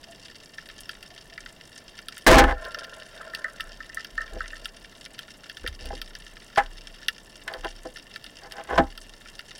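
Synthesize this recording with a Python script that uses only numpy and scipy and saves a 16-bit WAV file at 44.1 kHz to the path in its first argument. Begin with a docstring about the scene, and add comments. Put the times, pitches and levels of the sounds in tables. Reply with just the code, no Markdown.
"""Speargun shot on a rocky shore

Under water, a microphone in a stiff case on a band-powered speargun hears shrimp crackle all around.
The gun fires and overloads the input, the line runs out, the spear clinks among the rocks, and a hand
and the line rub and knock on the stock. Bursts of noise are the snaps, knocks and rubs; damped tones
are the ringing case, gun and spear; filtered noise is the sea; slow sine waves are sway and recoil."""
import sys
import numpy as np
from scipy import signal
from scipy.fft import rfft, irfft, next_fast_len
from scipy.io import wavfile

SR = 44100
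rng = np.random.default_rng(int(sys.argv[2]) if len(sys.argv) > 2 else 0)


def wav_out(sig):
    """Save sig, one row per channel (or a flat mono array), as 16-bit PCM at SR to the path in sys.argv[1]."""
    wavfile.write(sys.argv[1], SR, np.round(np.clip(np.atleast_2d(sig).T, -1, 1) * 32767).astype(np.int16))


N = 422919
TIME = np.arange(N) / SR   # seconds
SHORT = TIME[:4096]


def from_db(db):
    """Decibels to gain."""
    return 10 ** (np.asarray(db) / 20)


def rms_one(x):
    """Scale to unit power."""
    return x / np.sqrt(np.mean(x ** 2) + 1e-20)


def band(x, low_hz, high_hz, order):
    """Keep only the pitches between two limits (Butterworth band-pass)."""
    limits_hz = [low_hz, min(high_hz, .45 * SR)]
    return signal.sosfilt(signal.butter(order, limits_hz, "band", fs=SR, output="sos"), x)


def add(out, start_s, sound):
    """Mix a sound in from a given time."""
    at = max(round(start_s * SR), 0)
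    out[at:at + len(sound)] += sound[:N - at]


def drift(per_s, t=TIME):
    """Random wandering: straight lines between per_s new chance values a second."""
    return np.interp(t * per_s, np.arange(2000), rng.standard_normal(2000))


def envelope(start_s, attack_s, hold_s, decay_s):
    """Rise in a straight line, hold until hold_s after the start, then die away."""
    t = TIME - start_s
    return np.clip(t / attack_s, 0, 1) * np.exp(-np.maximum(t - hold_s, 0) / decay_s)


def swing(hz, wander):
    """A slow pressure swing of unsteady pace, unit power."""
    return np.sqrt(2) * np.sin(2 * np.pi * hz * TIME + wander * drift(60))


def ringing(modes):
    """A body's answer to one click: damped tones of alternating sign, unit energy."""
    t = TIME[:8192]
    answer = np.zeros(len(t))
    for k, (hz, width, db) in enumerate(modes):
        fade = width * np.exp(-np.pi * width * t)   # a wider mode dies away sooner
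        answer += (-1) ** k * from_db(db) * fade * np.cos(2 * np.pi * hz * t)
    return answer / np.linalg.norm(answer)


def through(x, answer):
    """Play a force through a body."""
    return signal.fftconvolve(x, answer)[:len(x)]


def at_level(sound, db):
    """Set the average (rms) level of a tick's first 12 ms."""
    return from_db(db) * sound / np.sqrt(np.mean(sound[..., :530] ** 2, axis=-1, keepdims=True))


def cracks(count, crack_s, scatter_db, scatter_s):
    """Sharp noise cracks, each with a slower-fading tail of scatter from the rocks."""
    t = SHORT[:2048]
    shape = np.exp(-t / crack_s) + from_db(scatter_db) * np.exp(-t / scatter_s)
    return rng.standard_normal((count, len(t))) * shape


# colour of the sea's wash: (frequency [Hz], relative level per Hz [dB])
SEA_COLOUR = [(20, 0), (32, 14.5), (50, -1), (80, -1), (200, 0.5), (400, -2.5), (560, -4), (665, -1),
              (760, -8.5), (1100, -9), (2000, -31), (6000, -24.5), (16000, -29)]


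def sea():
    """A soft, steady wash of water: noise coloured by frequency."""
    size = next_fast_len(N)
    hz, db = np.transpose(SEA_COLOUR)
    freqs = np.maximum(np.fft.rfftfreq(size, 1 / SR), 1)
    colour = from_db(np.interp(np.log(freqs), np.log(hz), db))
    return rms_one(irfft(rfft(rng.standard_normal(size)) * colour, size)[:N])


# ringing of the case as the water strikes it: (frequency [Hz], width [Hz], relative level [dB])
HOUSING_MODES = [(1316, 75, 7), (1410, 151, 6.5), (1768, 90, 12.5), (2097, 125, 3), (2303, 32, 4.5),
                 (2801, 137, 9.5), (3204, 132, 7), (3666, 256, 4), (4640, 230, 5), (5353, 220, 5.5),
                 (6130, 520, -3.5), (7230, 450, -6.5), (8300, 730, -11.5), (9520, 127, -1),
                 (10300, 200, -7), (12700, 500, -27), (14100, 1500, -65)]


def housing(uneven_db=0):
    """The stiff case lets little through below its first mode; uneven_db varies the modes by chance."""
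    modes = [(hz, width, db + uneven_db * rng.normal()) for hz, width, db in HOUSING_MODES]
    return band(ringing(modes)[:2048], 1200, 18000, order=3)


def far_colony(flutter_db=3.5, dull_hz=7000):
    """Countless distant snaps merge into a dull frying hiss, made of fluttering noise."""
    hiss = rng.standard_normal(N) * from_db(flutter_db * drift(130))
    return rms_one(band(through(hiss, housing()), 300, dull_hz, order=1))


def colony(per_s=100, spread_db=5.0, octaves=1.0, top_hz=11000):
    """Shrimp all over the reef snap at random; each patch of rock has its own echo and brightness."""
    patches = []
    for path in cracks(count=48, crack_s=0.00041, scatter_db=5, scatter_s=0.0043):
        centre_hz = np.clip(3600 * 2 ** (octaves * rng.normal()), 1500, 8000)
        heard = through(path, housing(uneven_db=2.5))
        patches.append(at_level(band(heard, centre_hz / 2, centre_hz * 2, order=1), 0))
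    out = np.zeros(N)
    for when, size, pick in rng.random((int(per_s * N / SR), 3)):
        gain = from_db(-spread_db * np.log(size + 0.039))   # many weak snaps, few strong ones
        add(out, when * N / SR, gain * patches[int(pick * len(patches))])
    return band(out, 500, top_hz, order=1)


def ticks(per_s=40, level_db=-66, spread_db=3.5, low_hz=6000, top_hz=10500):
    """Tiny snaps close to the case arrive thin and bright, without its ringing."""
    bursts = cracks(count=24, crack_s=0.0021, scatter_db=-13, scatter_s=0.0046)
    shapes = at_level(band(bursts, low_hz, top_hz, order=2), level_db)
    out = np.zeros(N)
    for when, size, pick in rng.random((int(per_s * N / SR), 3)):
        gain = from_db(-spread_db * np.log(size + 0.013))
        add(out, when * N / SR, gain * shapes[int(pick * len(shapes))])
    return out


# snaps of the nearest shrimp: (time [s], level [dB], brightness [dB])
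# brightness is added to the high part and taken from the low part
NEAR_SNAPS = [(0.582, -48.5, -9.5), (0.6882, -47.5, 2), (0.806, -55, 21.5), (0.8924, -37.5, 0),
              (1.027, -44.5, 4.5), (1.3774, -49.5, -10), (1.46, -47, -3.5), (1.989, -44.5, 1),
              (2.084, -38, 6.5), (2.168, -48.5, -2), (2.1795, -47.5, 16), (2.6502, -44.5, 4),
              (2.7448, -38.5, -3), (2.787, -43.5, 3), (2.8437, -43, -0.5), (3.348, -33.5, 4.5),
              (3.606, -34.5, 2.5), (3.9456, -53.5, 24), (4.046, -40.5, 3.5), (4.4574, -52, -8),
              (4.6556, -35, 4), (5.06, -46, -0.5), (5.1902, -38.5, 4), (5.4963, -41.5, 1), (5.569, -43, 0),
              (5.6629, -44, -10.5), (5.675, -34, 4), (5.8557, -44.5, 9), (6.0158, -36.0, 4),
              (6.151, -42, 2), (6.559, -41, -2.5), (7.0831, -24, 2), (7.537, -40, 1.5), (7.6458, -40, 0),
              (7.9694, -44.5, 2), (8.1594, -40.5, -2), (8.2418, -44, 6.5), (8.521, -41.5, 5),
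              (8.976, -42, 5.5), (9.257, -59, -10), (9.392, -41.5, 1.5)]


def near_shrimp(ring_db=4.0, body_db=4.0, sparkle_db=-10.0, direct_db=-11):
    """Each claw snap jolts the case and rings its low, middle and high modes, tilted by its brightness."""
    start_s, db, bright = np.array(NEAR_SNAPS, float).T[:, :, None]
    force = cracks(len(start_s), crack_s=0.00053, scatter_db=-12, scatter_s=0.0069)
    snaps = signal.lfilter(housing(), [1], force) + from_db(direct_db) * force
    low = at_level(band(snaps, 1200, 2400, order=3), db - bright + ring_db)
    middle = at_level(band(snaps, 2300, 6500, order=2), db + body_db)
    high = at_level(band(snaps, 6700, 15000, order=2), db + bright + sparkle_db)
    out = np.zeros(N)
    for start, snap in zip(start_s[:, 0], low + middle + high):
        add(out, start, snap)
    return out


# faint hollow blips: (time [s], level [dB])
BLIP_TIMES = [(.07, -52.5), (1.105, -58), (1.31, -57.5)]
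# the ring of the blips: (frequency [Hz], width [Hz], relative level [dB])
HOLLOW_MODES = [(669, 13, 0)]


def blips(swell_s=0.0096):
    """Soft, hollow notes in the water before the shot: swelling noise pushes one narrow mode."""
    out, hollow = np.zeros(N), band(ringing(HOLLOW_MODES), 500, 900, order=2)
    for start_s, db in BLIP_TIMES:
        push = rng.standard_normal(len(SHORT)) * SHORT * np.exp(-SHORT / swell_s)
        add(out, start_s, from_db(db) * rms_one(through(push, hollow)))
    return out


# nudges that set the long gun swaying and shove water past the case:
# (time [s], sway level before sway's level_db [dB], shove level [dB])
GUN_NUDGES = [(3.6, -44, -66), (4.12, -42.5, -63), (4.31, -37.5, -43), (5.62, -40.5, -38),
              (5.82, -36, -38.5), (6.589, -38.5, -58), (7.57, -39.5, -51), (8.73, -36, -30)]


def sway(sway_hz=30.5, rise_s=0.027, decay_s=0.18, wander=1.0, level_db=5.5):
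    """After each nudge the gun flexes at its lowest bending mode and settles."""
    power, t = np.zeros(N), TIME[:SR]
    for start_s, db, _ in GUN_NUDGES:
        strength = from_db(db + level_db) * (1 - np.exp(-t / rise_s)) * np.exp(-t / decay_s)
        add(power, start_s, strength ** 2)
    return np.sqrt(power) * np.sin(2 * np.pi * sway_hz * TIME + wander * drift(12))


FIRE_S = 2.2645   # the moment of the shot
KICK_DB, KICK_HZ, KICK_RISE_S, KICK_HOLD_S, KICK_DECAY_S = 0, 33.3, 0.015, 0.04, 0.064
FLAP_DB, FLAP_HZ, FLAP_RISE_S, FLAP_HOLD_S, FLAP_DECAY_S = -2, 56.24, 0.056, 0.075, 0.052
# each shove swells and fades around a moment just after its nudge
SHOVE_HZ, SHOVE_LAG_S, SHOVE_HALF_S = 59.3, 0.063, 0.041


def recoil(wander=0.63):
    """Slow pressure swings as the gun kicks, its bands flap and the hand shifts it."""
    kick = from_db(KICK_DB) * envelope(FIRE_S, KICK_RISE_S, KICK_HOLD_S, KICK_DECAY_S)
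    flap = from_db(FLAP_DB) * envelope(FIRE_S, FLAP_RISE_S, FLAP_HOLD_S, FLAP_DECAY_S)
    shoves = np.zeros(N)
    for nudge_s, _, db in GUN_NUDGES:
        shoves += from_db(db) * np.exp(-.5 * ((TIME - nudge_s - SHOVE_LAG_S) / SHOVE_HALF_S) ** 2)
    return kick * swing(KICK_HZ, wander) + flap * swing(FLAP_HZ, wander) + shoves * swing(SHOVE_HZ, wander=1.3)


# tugs that draw the line out: (time [s], level [dB], decay [s])
LINE_TUGS = [(2.55, -39, 0.29), (3.13, -44.5, 0.39), (4.15, -51.5, 0.49)]
# what the running line sets ringing: (frequency [Hz], width [Hz], relative level [dB])
LINE_MODES = [(576, 230, -1), (658, 41, 6.5), (1040, 13, -1), (1377, 17, 6.5), (1570, 310, -2.5),
              (1815, 39, 4)]


def line(slips_per_s=50, slip_s=0.0041, glide=0.28, tug_rise_s=0.046, tug_hold_s=0.13):
    """After each tug the line slips out in little jerks over a faint glide and makes the muzzle sing."""
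    jerks = (rng.random(N) < slips_per_s / SR) * rng.uniform(.5, 1.5, N)
    # each jerk dies away over slip_s; the tiny offset keeps the filter from stalling
    pull = glide + signal.lfilter([1], [1, -np.exp(-1 / (slip_s * SR))], jerks + 1e-18)
    song = band(through(pull * rng.standard_normal(N), ringing(LINE_MODES)), 400, 2100, order=2)
    power = np.zeros(N)
    for start_s, db, decay_s in LINE_TUGS:
        power += (from_db(db) * envelope(start_s, tug_rise_s, tug_hold_s, decay_s)) ** 2
    return np.sqrt(power) * rms_one(song)


# the spear touching rock: (time [s], level before spear's level_db [dB])
SPEAR_CLINKS = [(3.2087, -31), (3.3338, -25), (3.4426, -16.5), (3.5963, -25), (3.8027, -26.5), (3.894, -32),
                (3.9694, -19.5), (4.1769, -15), (4.2058, -21), (4.4045, -19), (4.5293, -27)]
# what the spear rings with: (frequency [Hz], width [Hz], relative level [dB])
SPEAR_MODES = [(1320, 27, 7.5), (1580, 63, 4), (1580, 210, 3), (1805, 47, 12), (1986, 49, 2.5)]


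def spear(level_db=-9.0, scuff_s=0.00082, rattle_db=-23, rattle_s=0.014,
          bounce_s=0.034, bounce_db=-13, grit_db=-22):
    """The shaft scuffs grittily on rock out in the hole, rings briefly and bounces once."""
    out, shaft = np.zeros(N), band(ringing(SPEAR_MODES), 1220, 2150, order=5)
    pressure = SHORT / scuff_s * np.exp(-SHORT / scuff_s) + from_db(rattle_db) * np.exp(-SHORT / rattle_s)
    for start_s, db in SPEAR_CLINKS:
        first_db = db + level_db
        again_s = start_s + bounce_s * rng.uniform(.85, 1.15)
        for at_s, touch_db in [(start_s, first_db), (again_s, first_db + bounce_db)]:
            scuff = pressure * rng.standard_normal(len(SHORT))
            grit = band(scuff, 2500, 5600, order=2)
            add(out, at_s, at_level(through(scuff, shaft), touch_db) + at_level(grit, touch_db + grit_db))
    return out


# ringing of stock, spear and mount together: (frequency [Hz], width [Hz], relative level [dB])
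GUN_MODES = [(75, 35, -25), (145, 117, -1.5), (266, 17, 2.5), (323, 34, 0), (445, 110, -5),
             (504.4, 22.6, 4.5), (657.7, 30.4, 1), (805.8, 23, 3.5), (887.4, 24, -8), (1005.6, 68, -3),
             (1307, 46, -6.5), (1512, 110, -3), (1746, 44, 1), (1781, 31, -2), (2036, 153, -8.5),
             (3005, 520, -8.5), (3260, 1500, -14.5), (4630, 1150, -14.5), (9100, 16700, -30)]


def gun_body():
    """Stock, spear and mount ring together when shaken."""
    return ringing(GUN_MODES)


def contact(force, pitch_hz, body, breadth=1.71, grit_db=5.0, scratch_db=-11):
    """A gritty contact shakes the gun around its own pitch, with a faint scratch above, as strong as its force."""
    roughness = np.minimum(rng.exponential(1, len(force)), 5)
    grains = rng.standard_normal(len(force)) * from_db(grit_db * roughness)
    low_hz, high_hz = pitch_hz / max(breadth, 1.1), pitch_hz * max(breadth, 1.1)
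    scratch = from_db(scratch_db) * band(grains, high_hz, 2 * high_hz, order=1)
    shake = band(grains, low_hz, high_hz, order=2) + scratch
    sound = signal.fftconvolve(shake * force, body)
    return sound * np.linalg.norm(force) / np.linalg.norm(sound)


# blows on the gun: release, bands and wishbone, later knocks:
# (time [s], level [dB], decay [s], contact pitch [Hz])
GUN_BLOWS = [(2.267, 6, 0.013, 1650), (2.382, 5, 0.0094, 1690), (2.438, -5.5, 0.0033, 1370),
             (5.640, -25.5, 0.0017, 463), (5.903, -25.5, 0.0039, 560), (5.928, -24, 0.0014, 327),
             (6.573, -8.5, 0.012, 1060), (6.579, -14.5, 0.01, 1730), (7.478, -21, 0.003, 2820),
             (7.850, -28.5, 0.01, 516), (8.777, -5.5, 0.013, 914), (8.783, -13, 0.013, 230)]
# shaft, hand and line rubbing along the gun:
# (time of the middle [s], level [dB], half length [s], pitch [Hz])
GUN_RUBS = [(2.5, -21, 0.016, 1000), (4.358, -39, .023, 390), (5.854, -43.5, 0.029, 425),
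            (7.53, -38, 0.035, 835), (7.653, -29, 0.0097, 865), (8.447, -43.5, 0.02, 1000),
            (8.588, -39.5, 0.038, 1030), (8.736, -24, 0.025, 830)]


def gun(rattle_db=-23.5, rattle_s=0.033, catch_db=4.0, rasp_db=-9, rasp_hz=2700):
    """Blows start at once and die away in a rattle; rubs swell and fade, catching unevenly, with a rasp."""
    out, body, t = np.zeros(N), gun_body(), TIME[:16384]
    for start_s, db, decay_s, pitch_hz in GUN_BLOWS:
        force = np.exp(-t / decay_s) + from_db(rattle_db) * np.exp(-t / rattle_s)
        add(out, start_s, contact(from_db(db) * force, pitch_hz, body))
    for middle_s, db, half_s, pitch_hz in GUN_RUBS:
        catching = rms_one(from_db(catch_db * drift(289.7, t)))
        # a bell-shaped swell that peaks pi half lengths after it starts
        force = from_db(db) * np.exp(-.5 * (t / half_s - np.pi) ** 2) * catching
        rasp_force = force * catching * from_db(rasp_db) * pitch_hz / rasp_hz
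        rasp = contact(rasp_force, rasp_hz, body, breadth=1.45, grit_db=10.0)
        rub = contact(force, pitch_hz, body, breadth=2.0, grit_db=7.0)
        add(out, middle_s - np.pi * half_s, rub + rasp)
    return out


def shot(level_db=4, pitch_hz=617, attack_s=0.00051, drive_s=0.092, settle_s=0.028,
         judder_db=3.5, judders_per_s=110):
    """The bands drive the spear juddering down its track at full force, then thrash and settle."""
    judder = from_db(level_db + judder_db * drift(judders_per_s))
    force = envelope(FIRE_S, attack_s, drive_s, settle_s) * judder
    return contact(force, pitch_hz, gun_body(), breadth=2.6, grit_db=3.0, scratch_db=-11)[:N]


def scene():
    """Reef and gun, as they reach the one microphone."""
    water = from_db(-53.5) * sea() + blips()
    crackle = from_db(-57.5) * far_colony() + from_db(-58) * colony()
    shrimp = crackle + ticks() + near_shrimp()
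    speargun = sway() + recoil() + line() + spear() + gun() + shot()
    return (water + shrimp + speargun)[None]


def record(dry, overload=0.32, cutoff_hz=16000):
    """The input stage flattens peaks near the overload level; then the top is cut."""
    clipped = dry / (1 + (dry / overload) ** 8) ** (1 / 8)
    return signal.sosfilt(signal.ellip(10, .1, 80, cutoff_hz, fs=SR, output="sos"), clipped)


dry = scene()
out = record(dry)
wav_out(out)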